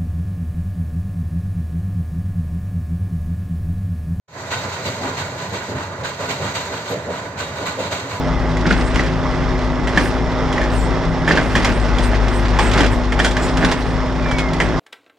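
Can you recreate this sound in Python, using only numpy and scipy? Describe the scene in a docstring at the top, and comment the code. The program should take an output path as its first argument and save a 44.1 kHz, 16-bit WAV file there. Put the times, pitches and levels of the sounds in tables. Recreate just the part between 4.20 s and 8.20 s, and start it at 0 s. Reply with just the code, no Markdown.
"""A small steam locomotive works a train along a curved track in a forest, some way off.
First the engine's rumble, the rush of wheels on rails and a steady leak of steam fade in quickly.
From 0.3 s the chimney barks about six times a second, unevenly, and steam jets hiss from the cylinders
in a rhythm of their own. The trees give every blast a short tail; the running gear squeaks now and then.
The strongest barks come in the second half, and the engine is still working when the sound ends at 4 s."""
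import sys
import numpy as np
from scipy import signal
from scipy.fft import rfft, irfft
from scipy.io import wavfile

SR = 44100
rng = np.random.default_rng(int(sys.argv[2]) if len(sys.argv) > 2 else 0)


def dump_mix(stems):
    """Bounce the given channels to the path in sys.argv[1] as a 16-bit WAV at rate SR."""
    frames = np.atleast_2d(stems).T  # one column per channel
    limited = np.clip(frames, -1, 1)  # hard clip at full scale
    pcm = np.round(limited * 32767).astype(np.int16)
    wavfile.write(sys.argv[1], SR, pcm)


N = 176400
TIME = np.arange(N) / SR


def chimney():
    """Each beat of used steam is a bark with a hollow pitch of its own, a low puff and a thump of air."""
    # (start [s], length [s], bark [dB], puff [dB], thump [dB], bark pitch [Hz], boost at that pitch [dB])
    beats = [(0.34, 0.035, -35.5, -44, -33.5, 600, 2), (0.420, 0.043, -36, -33.5, -32, 440, 5),
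             (0.632, 0.07, -30.7, -31, -30, 530, 6), (0.790, 0.081, -28, -26.5, -31.5, 830, 5),
             (0.967, .065, -38, -35, -29.5, 660, 4), (1.102, 0.064, -35, -37, -34, 480, 0),
             (1.302, 0.05, -30.5, -28.3, -33.5, 490, 7), (1.474, .072, -39, -24.5, -28.3, 450, -2),
             (1.652, 0.041, -40, -48, -31.5, 580, 3), (1.803, 0.03, -33, -42, -47, 584, 14),
             (1.984, 0.08, -28.5, -41, -37, 530, 4), (2.073, .04, -31, -43, -44, 920, 5),
             (2.18, .068, -28.5, -31, -26, 580, 7), (2.334, 0.039, -37, -38, -30.5, 900, 10),
             (2.486, 0.069, -30.5, -34, -43, 400, 6), (2.689, 0.052, -23.2, -30, -39, 527, 11.5),
             (2.862, 0.04, -22.5, -31, -32, 542, 11.5), (2.998, 0.018, -49, -45, -48, 600, -3),
             (3.192, 0.036, -29.5, -38, -31.5, 520, 4), (3.373, 0.062, -27, -36, -37, 560, 3),
             (3.568, 0.047, -22.5, -27.5, -40, 535, 8), (3.7, 0.054, -29.5, -38.5, -30, 624, 8),
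             (3.896, 0.061, -34, -43, -33, 560, 3)]
    # tone colours of the three parts: (frequency [Hz], level [dB])
    bark_colour = [(150, -28), (300, -7), (410, -2), (520, -1), (610, -2), (690, -5), (850, -3),
                   (1200, -15), (3000, -68)]
    puff_colour = [(70, -32), (120, -14), (165, -1.5), (225, -2), (265, -0.5), (340, -2.5), (500, -11.5),
                   (1000, -58)]
    thump_colour = [(30, -44), (58, -34), (78, -3), (100, 3.5), (135, -6.5), (200, -18), (400, -64)]
    exhaust = turbulence(bark_colour, flutter_db=0.5, flutter_rate=41)
    barks, puffs, thumps = np.zeros((2, N)), [], []
    for start, length, bark_db, puff_db, thump_db, pitch_hz, hollow_db in beats:
        hollow = unit_level(resonate(exhaust, pitch_hz, width_hz=200, db=hollow_db))
        barks += hollow * bursts([(start, length, bark_db)],
                                 attack_s=0.025, release_s=0.026, tail_db=-10, tail_s=0.095)
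        puffs.append((start, length, puff_db))
        thumps.append((start, length, thump_db))
    puff = turbulence(puff_colour, flutter_db=0.4, flutter_rate=40)
    puff *= bursts(puffs, attack_s=0.026, release_s=0.044, tail_db=-6.5, tail_s=0.082)
    thump = turbulence(thump_colour, flutter_db=0, flutter_rate=20)
    thump *= bursts(thumps, attack_s=0.028, release_s=0.016, tail_db=-10.5, tail_s=0.15)
    return barks + puff + thump


def steam_jets():
    """Each jet starts sharply, a rush with a bright hiss on top, and rings in the pipe that it leaves."""
    # jets from the cylinders: (start [s], length [s], rush [dB], hiss [dB])
    jets = [(0.299, 0.036, -23, -27), (0.426, 0.032, -29, -50), (0.506, 0.064, -30.5, -38),
            (0.641, 0.027, -26, -28.5), (0.815, 0.075, -26.5, -35), (0.961, 0.049, -27, -31),
            (1.167, 0.072, -32.5, -39.5), (1.322, 0.028, -28, -30), (1.396, 0.02, -28, -50),
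            (1.54, 0.091, -29, -38), (1.829, 0.03, -26, -29.5), (1.99, 0.066, -28.5, -36.5),
            (2.077, 0.041, -27, -28), (2.204, 0.084, -28, -33), (2.338, 0.025, -23.2, -26.8),
            (2.511, 0.064, -29.5, -34), (2.645, 0.084, -34, -34), (2.887, 0.099, -30.5, -37.5),
            (3.169, 0.041, -27.5, -29), (3.345, 0.072, -32, -36), (3.447, 0.038, -23.5, -29),
            (3.581, 0.084, -30.5, -32), (3.705, 0.025, -24, -26), (3.89, 0.067, -30.5, -35)]
    # tone colours of the two parts: (frequency [Hz], level [dB])
    rush_colour = [(300, -13), (650, -4.5), (950, 5), (1400, 1.5), (2000, -9.5), (2700, -11.5), (4500, -40),
                   (9000, -62)]
    hiss_colour = [(900, -26), (2000, 2), (2800, 4.5), (4300, 2), (5300, -6.5), (6600, -4), (8400, -11),
                   (8800, -27.5), (11200, -49), (11800, -19.5), (15500, -25)]
    # pitches that the steam pipe boosts or weakens: (frequency [Hz], width [Hz], boost [dB])
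    pipe_resonances = [(1220, 50, 3.5), (1600, 60, 2), (1760, 110, -3), (1880, 45, 4.5), (2260, 65, 4.5),
                       (2500, 110, -1.5), (2790, 78, 2), (3050, 120, -2), (3290, 69, 3), (3690, 70, 2.5),
                       (3970, 70, 2.5), (5450, 270, -0.5), (6550, 110, 3), (7600, 83, 7.5)]
    rushes = [(start, length, db) for start, length, db, _ in jets]
    hisses = [(start, length, db) for start, length, _, db in jets]
    rush = turbulence(rush_colour, flutter_db=0.73, flutter_rate=70)
    rush *= bursts(rushes, attack_s=0.025, release_s=0.036, tail_db=-6.5, tail_s=0.11)
    hiss = turbulence(hiss_colour, flutter_db=1.2, flutter_rate=83)
    hiss *= bursts(hisses, attack_s=0.02, release_s=0.027, tail_db=-3, tail_s=0.096)
    steam = rush + hiss
    for hz, width_hz, db in pipe_resonances:
        steam = resonate(steam, hz, width_hz, db)
    return steam * from_db(-0.57)


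def rolling():
    """The engine rumbles and the wheels rush on the rails."""
    # tone colour, mostly bass: (frequency [Hz], level [dB])
    rolling_colour = [(20, -43), (40, -34.5), (60, -20), (78, -2), (100, 1.5), (150, -0.5), (220, -6),
                      (320, -7), (420, -5.5), (620, -5.5), (760, -9), (1000, -5), (1400, -10.5),
                      (2100, -19), (3500, -29.5), (12000, -66)]
    return from_db(-29) * turbulence(rolling_colour, flutter_db=1.12, flutter_rate=10)


def steam_leak():
    """Steam keeps escaping between the jets."""
    # how loud the leak is: (time [s], level [dB])
    leak_levels = [(.1, -37), (.6, -36), (1.0, -36.5), (1.35, -38.5), (1.55, -40), (1.78, -44), (2.0, -37),
                   (2.4, -37.5), (2.8, -42.5), (3.14, -46), (3.4, -40.5), (4.0, -42)]
    # its tone colour: (frequency [Hz], level [dB])
    leak_colour = [(900, -21), (2000, 5.5), (2800, -0.5), (4300, 2), (5300, -4.5), (6600, -1.5),
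                   (8400, -12.5), (8800, -23.5), (11200, -44), (11800, -19.5), (15500, -22)]
    return from_db(over_time(leak_levels)) * turbulence(leak_colour, flutter_db=1.87, flutter_rate=13)


def squeaks():
    """The running gear (wheels and rods) gives thin squeals that ring on for a moment."""
    # (start [s], length [s], pitch [Hz], width [Hz], level [dB])
    squeals = [(0.318, 0.041, 1498, 16, -35), (0.308, .035, 1960, 26, -38), (0.348, .07, 3780, 25, -45),
               (.648, 0.026, 3990, 31, -40.5), (.655, .035, 4680, 25, -46), (.66, .03, 12550, 140, -57),
               (1.28, .014, 12550, 300, -62), (1.835, 0.025, 1510, 35, -35), (2.05, .03, 12550, 150, -62),
               (2.691, .025, 12500, 65, -51), (3.175, 0.043, 1520, 60, -38),
               (3.188, 0.086, 3770, 70, -44.5), (3.455, .02, 12600, 92, -56), (3.896, 0.095, 999, 25, -37)]
    out = np.zeros(N)
    for start, length, hz, width_hz, db in squeals:
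        # the wave slips at random: the greater the width, the rougher the tone
        wander = np.cumsum(rng.standard_normal(N)) * np.sqrt(2 * np.pi * width_hz / SR)
        tone = np.sqrt(2) * np.sin(2 * np.pi * hz * TIME + wander)
        out += tone * bursts([(start, length, db)],
                             attack_s=0.42 * length, release_s=0.011, tail_db=-14, tail_s=0.05)
    return out


def engine_body(left, right):
    """The chimney, boiler and frames boost some pitches and weaken others."""
    # (frequency [Hz], width [Hz], left boost [dB], right boost [dB])
    body_resonances = [(95.4, 5.1, 3.5, 4), (198, 16, 0.5, 2.5), (236, 37, -3, -6), (261.4, 9.5, 6.5, 5.5),
                       (285, 14.6, 3, 3.5), (322, 24, -8.5, -10.5), (410, 10, 2.5, 0.5),
                       (548, 8, -2.5, 2.5), (585.6, 18.5, 3, 7.5), (664, 33, 0, 8.5), (728, 90, -3, 1),
                       (806, 69, 2, -4), (927, 29, 0.5, 1.5), (1009, 25, 3, 6.5), (1092, 127, -9, -2.5),
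                       (1290, 81, 0, -2.5), (1307, 90, -0.5, -6), (1483, 65, -5.5, 7.5),
                       (1965, 100, -5, 4.5), (2560, 170, -7, -0.5), (2854, 74, 0.5, 0), (3030, 80, -3, -6),
                       (3230, 120, 1, 0.5), (3430, 170, -7.5, -6), (3720, 90, 2, 5.5), (3905, 98, 4, -4),
                       (4160, 110, 2.5, 6), (4430, 160, -0.5, -3.5), (4683, 71, 4, 9.5),
                       (4850, 210, -3, -1), (5870, 440, -2, -4), (6360, 230, 5, 1.5), (6835, 73, 6, 7.5),
                       (7380, 97, 4.5, 2.5)]
    for hz, width_hz, left_db, right_db in body_resonances:
        left = resonate(left, hz, width_hz, left_db)
        right = resonate(right, hz, width_hz, right_db)
    return np.array([left, right])


def bursts(events, attack_s, release_s, tail_db, tail_s):
    """Loudness curve of (start [s], length [s], level [dB]) events: each rises, holds and dies away."""
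    tail_share = from_db(tail_db) ** 2
    power = np.zeros(N)
    for start, length, db in events:
        age = np.maximum(TIME - start, 0)
        since_end = np.maximum(age - length, 0)
        rise = np.minimum(age / attack_s, 1) ** 2
        release = (1 - tail_share) * np.exp(-2 * since_end / release_s)
        tail = tail_share * np.exp(-2 * since_end / tail_s)  # for a blast, the echo from the trees
        power += from_db(db) ** 2 * rise * (release + tail)
    return np.sqrt(power)


def turbulence(colour, flutter_db, flutter_rate):
    """Fluttering stereo noise, alike on both sides in the bass and spread wide in the treble."""
    # how alike the two sides are: (frequency [Hz], likeness [about 1 = the same, 0 = unrelated])
    side_likeness = [(30, .97), (80, 1), (160, 1.05), (300, 0.92), (500, 1), (750, 0.9), (1200, 0.63),
                     (2000, 0.3), (4000, 0.2668), (15000, 0)]
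    # which side is louder: (frequency [Hz], left minus right [dB])
    side_balance = [(60, 1.2), (150, -1.7), (300, 0), (600, 1), (850, 1.5), (1150, -2.5), (1800, -5.5),
                    (2600, -3), (3800, 3), (5000, 0.5), (7000, 3), (8300, 10), (9500, -11), (14000, 0.5)]
    right_lag_s = 0.00008
    hz = np.arange(N // 2 + 1) * SR / N
    middle, side = rfft(rng.standard_normal((2, N))) * from_db(at_hz(colour, hz))
    alike = np.clip(at_hz(side_likeness, hz), -0.5, 0.998)
    signs = np.array([[1], [-1]])  # left, right
    pair = middle + signs * side * np.sqrt((1 - alike) / (1 + alike))
    pair *= from_db(signs * at_hz(side_balance, hz) / 2)
    pair[1] *= np.exp(-2j * np.pi * hz * right_lag_s)
    steady = irfft(pair, N) / np.std(irfft(middle, N))
    return steady * from_db(flutter_db * drift(flutter_rate))


def drift(rate):
    """Smooth random wandering of about 1 either way; a higher rate wanders faster."""
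    step, warm_up = 40, 2000  # one point every 40 samples; the first 2000 points are dropped
    memory = np.exp(-2 * np.pi * rate * step / SR)
    jitter = rng.standard_normal(N // step + warm_up + 2)
    slow = signal.lfilter([1], [1, -2 * memory, memory ** 2], jitter)[warm_up:]
    return np.interp(np.arange(N) / step, np.arange(len(slow)), unit_level(slow))


def resonate(x, hz, width_hz, db):
    """Boost a band of pitches around hz, or weaken it if db is negative."""
    angle, gain = 2 * np.pi * hz / SR, from_db(db / 2)
    band = np.sin(angle) * width_hz / (2 * hz)
    forward = [1 + band * gain, -2 * np.cos(angle), 1 - band * gain]
    feedback = [1 + band / gain, -2 * np.cos(angle), 1 - band / gain]
    return signal.lfilter(forward, feedback, x)


def from_db(db):
    """Turn decibels into a factor to multiply by."""
    return 10 ** (np.asarray(db) / 20)


def unit_level(x):
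    """Scale a signal to an average (rms) level of 1."""
    return x / np.sqrt(np.mean(x ** 2) + 1e-20)


def over_time(points):
    """Join (time [s], value) points with straight lines."""
    return np.interp(TIME, *np.transpose(points))


def at_hz(points, hz):
    """Read between (frequency [Hz], value) points, with every octave equally wide."""
    frequencies, values = np.transpose(points)
    return np.interp(np.log(hz + 1e-6), np.log(frequencies), values)


def scene():
    """Steam and rumble, coloured by the engine's body, with the squeaks on top."""
    left, right = chimney() + steam_jets() + steam_leak() + rolling()
    return engine_body(left, right) * from_db(-5) + squeaks()


def record(dry):
    """The sound fades in quickly, and the very highest treble is cut."""
    # the opening fade: (time [s], level [dB])
    opening_levels = [(.075, -61), (.083, -16), (.125, -10.5), (.17, 3), (.2, 3.5)]
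    treble_cut = signal.cheby2(12, 70, 16200, fs=SR, output="sos")  # 70 dB down from 16200 Hz up
    return signal.sosfilt(treble_cut, dry * from_db(over_time(opening_levels)))


dry = scene()
out = record(dry)
dump_mix(out)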